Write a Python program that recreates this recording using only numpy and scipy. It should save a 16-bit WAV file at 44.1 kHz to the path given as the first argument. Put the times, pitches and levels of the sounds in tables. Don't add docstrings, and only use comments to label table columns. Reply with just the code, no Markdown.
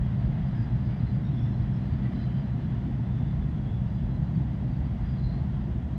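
import sys
import numpy as np
from scipy import signal
from scipy.io import wavfile
from scipy.ndimage import uniform_filter1d

SR = 44100
rng = np.random.default_rng(int(sys.argv[2]) if len(sys.argv) > 2 else 0)


def generate_wav(sig):
    pcm = np.round(np.clip(np.atleast_2d(sig).T, -1, 1) * 32767).astype(np.int16)
    wavfile.write(sys.argv[1], SR, pcm)


N = 263704


def gain_of(db):
    return 10 ** (np.asarray(db) / 20)


def evened(x):
    return x / np.sqrt(np.mean(x ** 2) + 1e-20)


def smoothed_twice(x, size):
    return uniform_filter1d(uniform_filter1d(x, size=size), size=size)


def add(mix, start_s, sound):
    part = mix[round(start_s * SR):][:len(sound)]
    part += sound[:len(part)]


def resonate(x, f_hz, pole_width_hz):
    turn = np.exp(2j * np.pi * np.cumsum(f_hz * np.ones(len(x))) / SR)
    r = np.exp(-np.pi * pole_width_hz / SR)
    once = signal.lfilter([1 - r], [1, -r], x / turn)
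    twice = signal.lfilter([1 - r], [1, -r], once)
    return 2 * (turn * twice).real


def level(column, swell_db=0.):
    # t/s, deep rumble/dB, boom/dB, upper rumble/dB, wheel roar/dB, rail whirr/dB
    train_levels = [(0., -35., -29.5, -36, -51., -55), (1.4, -36., -28, -34.5, -52, -56.5),
                    (2.2, -37., -30., -35., -51.5, -55.5), (3.5, -34.5, -29, -36.5, -52.5, -58.),
                    (4.4, -34.5, -30.5, -36., -51.5, -58.5), (5.1, -33.5, -30.5, -37., -52, -57),
                    (5.98, -32, -31.5, -35, -52.8, -59.)]
    columns = np.transpose(train_levels)
    slow_db = np.interp(np.arange(N) / SR, columns[0], columns[column])
    return gain_of(slow_db + swell_db)


def wash(spectrum, patchy_db, flicker_db):
    frame, hop = 512, 128
    frames, bins_hz = N // hop + 5, np.fft.rfftfreq(frame, 1 / SR)
    real, imag, patches = rng.standard_normal((frames, len(bins_hz), 3)).T
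    patches = uniform_filter1d(patches, size=5, axis=0)
    patches = evened(uniform_filter1d(patches, size=30, axis=1))
    flicker = evened(uniform_filter1d(rng.standard_normal(frames), size=12))
    f_hz, db = np.transpose(spectrum)
    colour_db = np.interp(np.log(bins_hz + 1), np.log(f_hz), db, left=-90, right=-90)
    total_db = colour_db[:, None] + patchy_db * patches + flicker_db * flicker
    z = (real + 1j * imag) * gain_of(total_db)
    return evened(signal.istft(z, nperseg=frame, noverlap=frame - hop)[1][:N])


def rumble(modes):
    drive = rng.standard_normal((len(modes), N + SR))
    rung = sum(gain_of(db) * resonate(d, f_hz, pole_width_hz)
               for d, (f_hz, pole_width_hz, db) in zip(drive, modes))
    swings = smoothed_twice(rung ** 2, size=3500)
    rung = rung / swings ** .3
    return evened(rung[SR:])


def swells(column):
    # t/s, deep rumble rise/dB, boom rise/dB, upper rumble rise/dB
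    rumble_swells = [(.02, 9.5, 5.5, -3), (.17, 0.5, 5., -1.5), (.27, 8, 3, 3.5), (.4, 4.5, 3, 2),
                     (1.04, 8, -2, -2), (1.62, 6, 2.5, -2), (1.93, 12, 0, -1.5), (2.04, 0., -0.5, 4),
                     (2.15, 3, -4., 4.5), (2.36, -5, 4., 1.5), (2.71, 0., 0, 2), (2.89, 4, -6.5, 4.),
                     (3.21, 4, 5, 3), (3.4, 8., -4, 0.5), (4.05, 6.5, -1, 2.5), (4.23, 2, 4.5, -1.5),
                     (4.38, 0.5, 9, 1), (4.82, 6., 0., 0.), (3.71, -1.5, 5.5, 1), (5.02, 5.5, -1.5, -0.5),
                     (5.25, 5., 2.5, -1), (5.62, -1.5, -3, 0.5), (5.83, -1.5, -4.5, -5.5)]
    sigma_s = 0.021
    t = np.arange(N) / SR
    return sum(row[column] * np.exp(-.5 * ((t - row[0]) / sigma_s) ** 2) for row in rumble_swells)


def throb():
    # first beat/s, last beat/s, rate/Hz, depth either way/dB
    even_beat = (0.611, 1.45, 7.16, 3.8)
    first_s, last_s, rate_hz, depth_db = even_beat
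    t = np.arange(N) / SR
    gate = np.clip(np.minimum(t - first_s, last_s - t) * 2 * rate_hz + 1, 0, 1)
    return depth_db * gate * np.cos(2 * np.pi * rate_hz * (t - first_s))


def tunnel_rumble():
    # f/Hz, width of each pole/Hz, level within the group/dB
    deep_modes = [(51.9, 16, -6.5), (67.5, 24.8, -2.5)]
    boom_modes = [(121.05, 34, -0.5), (133.45, 22.6, 1), (156.3, 32, -5.5)]
    upper_modes = [(192.15, 13.4, 5.5), (211.5, 79.7, -1), (318.2, 91, -13.5)]
    deep = level(column=1, swell_db=swells(column=1)) * rumble(deep_modes)
    boom = level(column=2, swell_db=swells(column=2) + throb()) * rumble(boom_modes)
    upper = level(column=3, swell_db=swells(column=3)) * rumble(upper_modes)
    return deep + boom + upper


def wheel_roar():
    # f/Hz, level/dB per Hz
    roar_spectrum = [(250, -7), (420, 6.5), (540, 1), (620, 10), (710, 5.5), (800, 6), (980, 2),
                     (1190, -9.5), (1500, -36)]
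    return level(column=4) * wash(roar_spectrum, patchy_db=-0.23, flicker_db=0.72)


def rail_whirr():
    # f/Hz, level/dB per Hz
    whirr_spectrum = [(900, -2), (1300, -0.5), (1650, -1), (1950, 0), (2400, -9), (2900, -7.5),
                      (3400, -11.5), (3800, -12.5), (4050, -20.5), (4350, -17.5), (4700, -22),
                      (5200, -21.5), (6500, -38.5), (8000, -55)]
    return level(column=5) * wash(whirr_spectrum, patchy_db=0.4, flicker_db=0.64)


def squeak(nominal_s, f_hz, db):
    u = np.linspace(0, 1, int(1.2 * nominal_s * SR))
    wander, grit, rasp, slips = rng.standard_normal((4, len(u)))
    waver_hz = 50. + 450. * nominal_s
    pitch_hz = f_hz + 40. * rng.standard_normal() * (u - .5)
    thread_hz = pitch_hz + .3 * waver_hz * evened(uniform_filter1d(wander, size=500))
    thread = np.sin(2 * np.pi * np.cumsum(thread_hz) / SR)
    band = evened(resonate(grit, pitch_hz, 30 + 1.15 * waver_hz))
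    scrape = evened(resonate(rasp, pitch_hz, 900.))
    ring = 1.1 * thread + band + .25 * scrape
    ring = ring * gain_of(1.2 * evened(uniform_filter1d(slips, size=400)))
    envelope = u ** 0.38 * (1 - u) ** 0.46
    return gain_of(db) * evened(ring * envelope)


def echo(x, t60_s):
    t = np.arange(SR // 2) / SR
    tail = rng.standard_normal(len(t)) * gain_of(-60 * t / t60_s)
    return signal.fftconvolve(x, tail / np.linalg.norm(tail))[:N]


def rim_squeaks():
    # t/s, nominal length/s (sounds 1.2 times as long), f/Hz, RMS level before echo/dB
    squeak_events = [(0.322, 0.042, 4020, -75.5), (0.466, 0.022, 4900, -73), (0.53, 0.16, 1660, -61.5),
                     (0.572, 0.07, 4830, -70.5), (0.547, 0.09, 5050, -76), (0.645, 0.084, 4000, -75.5),
                     (0.78, 0.288, 4820, -77), (0.843, 0.036, 5110, -76), (0.885, 0.084, 2300, -69),
                     (0.995, 0.03, 4040, -69.5), (1.058, 0.051, 4100, -68), (1.059, 0.11, 4750, -79),
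                     (1.228, 0.06, 5500, -79), (1.242, 0.05, 3700, -66), (1.312, 0.3, 5330, -78),
                     (1.4, 0.07, 5500, -79.5), (1.329, 0.14, 3464, -64.5), (1.52, 0.09, 4100, -73),
                     (1.724, 0.057, 5340, -75), (1.849, 0.2, 4600, -78.5), (1.749, 0.13, 4110, -76.5),
                     (2.052, 0.035, 1957, -55.5), (2.055, 0.069, 2340, -68.5), (2.097, 0.15, 5070, -78),
                     (2.14, 0.11, 4650, -74.5), (2.144, 0.12, 4020, -66), (2.101, 0.29, 3100, -68),
                     (2.347, 0.07, 4810, -74.5), (2.59, 0.03, 4130, -75), (3.05, 0.24, 3480, -71),
                     (3.404, 0.037, 3450, -69.5), (3.66, 0.12, 3400, -69.5), (3.87, 0.19, 4830, -80.5),
                     (3.88, 0.19, 3430, -75.5), (4.344, 0.026, 4600, -70), (4.348, 0.03, 3280, -69.5),
                     (4.7, 0.062, 4630, -73.5), (4.843, 0.035, 4700, -75), (4.98, 0.082, 4120, -80),
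                     (5.05, 0.073, 4810, -71), (5.061, 0.075, 3250, -73), (5.128, 0.17, 4680, -74.5),
                     (5.167, 0.15, 4120, -65.5), (5.193, 0.11, 3950, -69.5), (5.23, 0.15, 4160, -69.5)]
    rims = np.zeros(N)
    for start_s, *settings in squeak_events:
        add(rims, start_s, squeak(*settings))
    return rims + gain_of(-8.5) * echo(rims, t60_s=0.93)


def rim_murmur():
    # f/Hz, width of each pole/Hz, level relative to the rail whirr/dB
    rim_modes = [(701, 62, -6.5), (3290, 73, -19), (3450, 190, -23), (4053, 100, -22.5), (4610, 66, -27.5),
                 (4810, 57, -29.5)]
    drive, slow = rng.standard_normal((2, len(rim_modes), N))
    slow = smoothed_twice(slow, size=3000)
    modes = sum(gain_of(db + 2.5 * evened(e)) * evened(resonate(d, f_hz, pole_width_hz))
                for d, e, (f_hz, pole_width_hz, db) in zip(drive, slow, rim_modes))
    return level(column=5) * modes


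def faint_hiss():
    # f/Hz, level/dB per Hz
    hiss_spectrum = [(3000, -9), (6000, 1.5), (7500, -5.5), (8000, -6), (9600, -8.5), (10400, -14.5),
                     (11200, -11.5), (16500, -20)]
    return gain_of(-78) * wash(hiss_spectrum, patchy_db=.5, flicker_db=0)


def scene():
    train = tunnel_rumble() + wheel_roar() + rail_whirr()
    rims = rim_squeaks() + rim_murmur()
    return (train + rims + faint_hiss())[None]


def record(dry):
    edge_hz = 15720
    thin = signal.sosfilt(signal.butter(4, 36., "high", fs=SR, output="sos"), dry)
    low_pass = signal.firwin(511, edge_hz, window=("kaiser", 9), fs=SR)
    return signal.oaconvolve(thin, low_pass[None], "same")


dry = scene()
out = record(dry)
generate_wav(out)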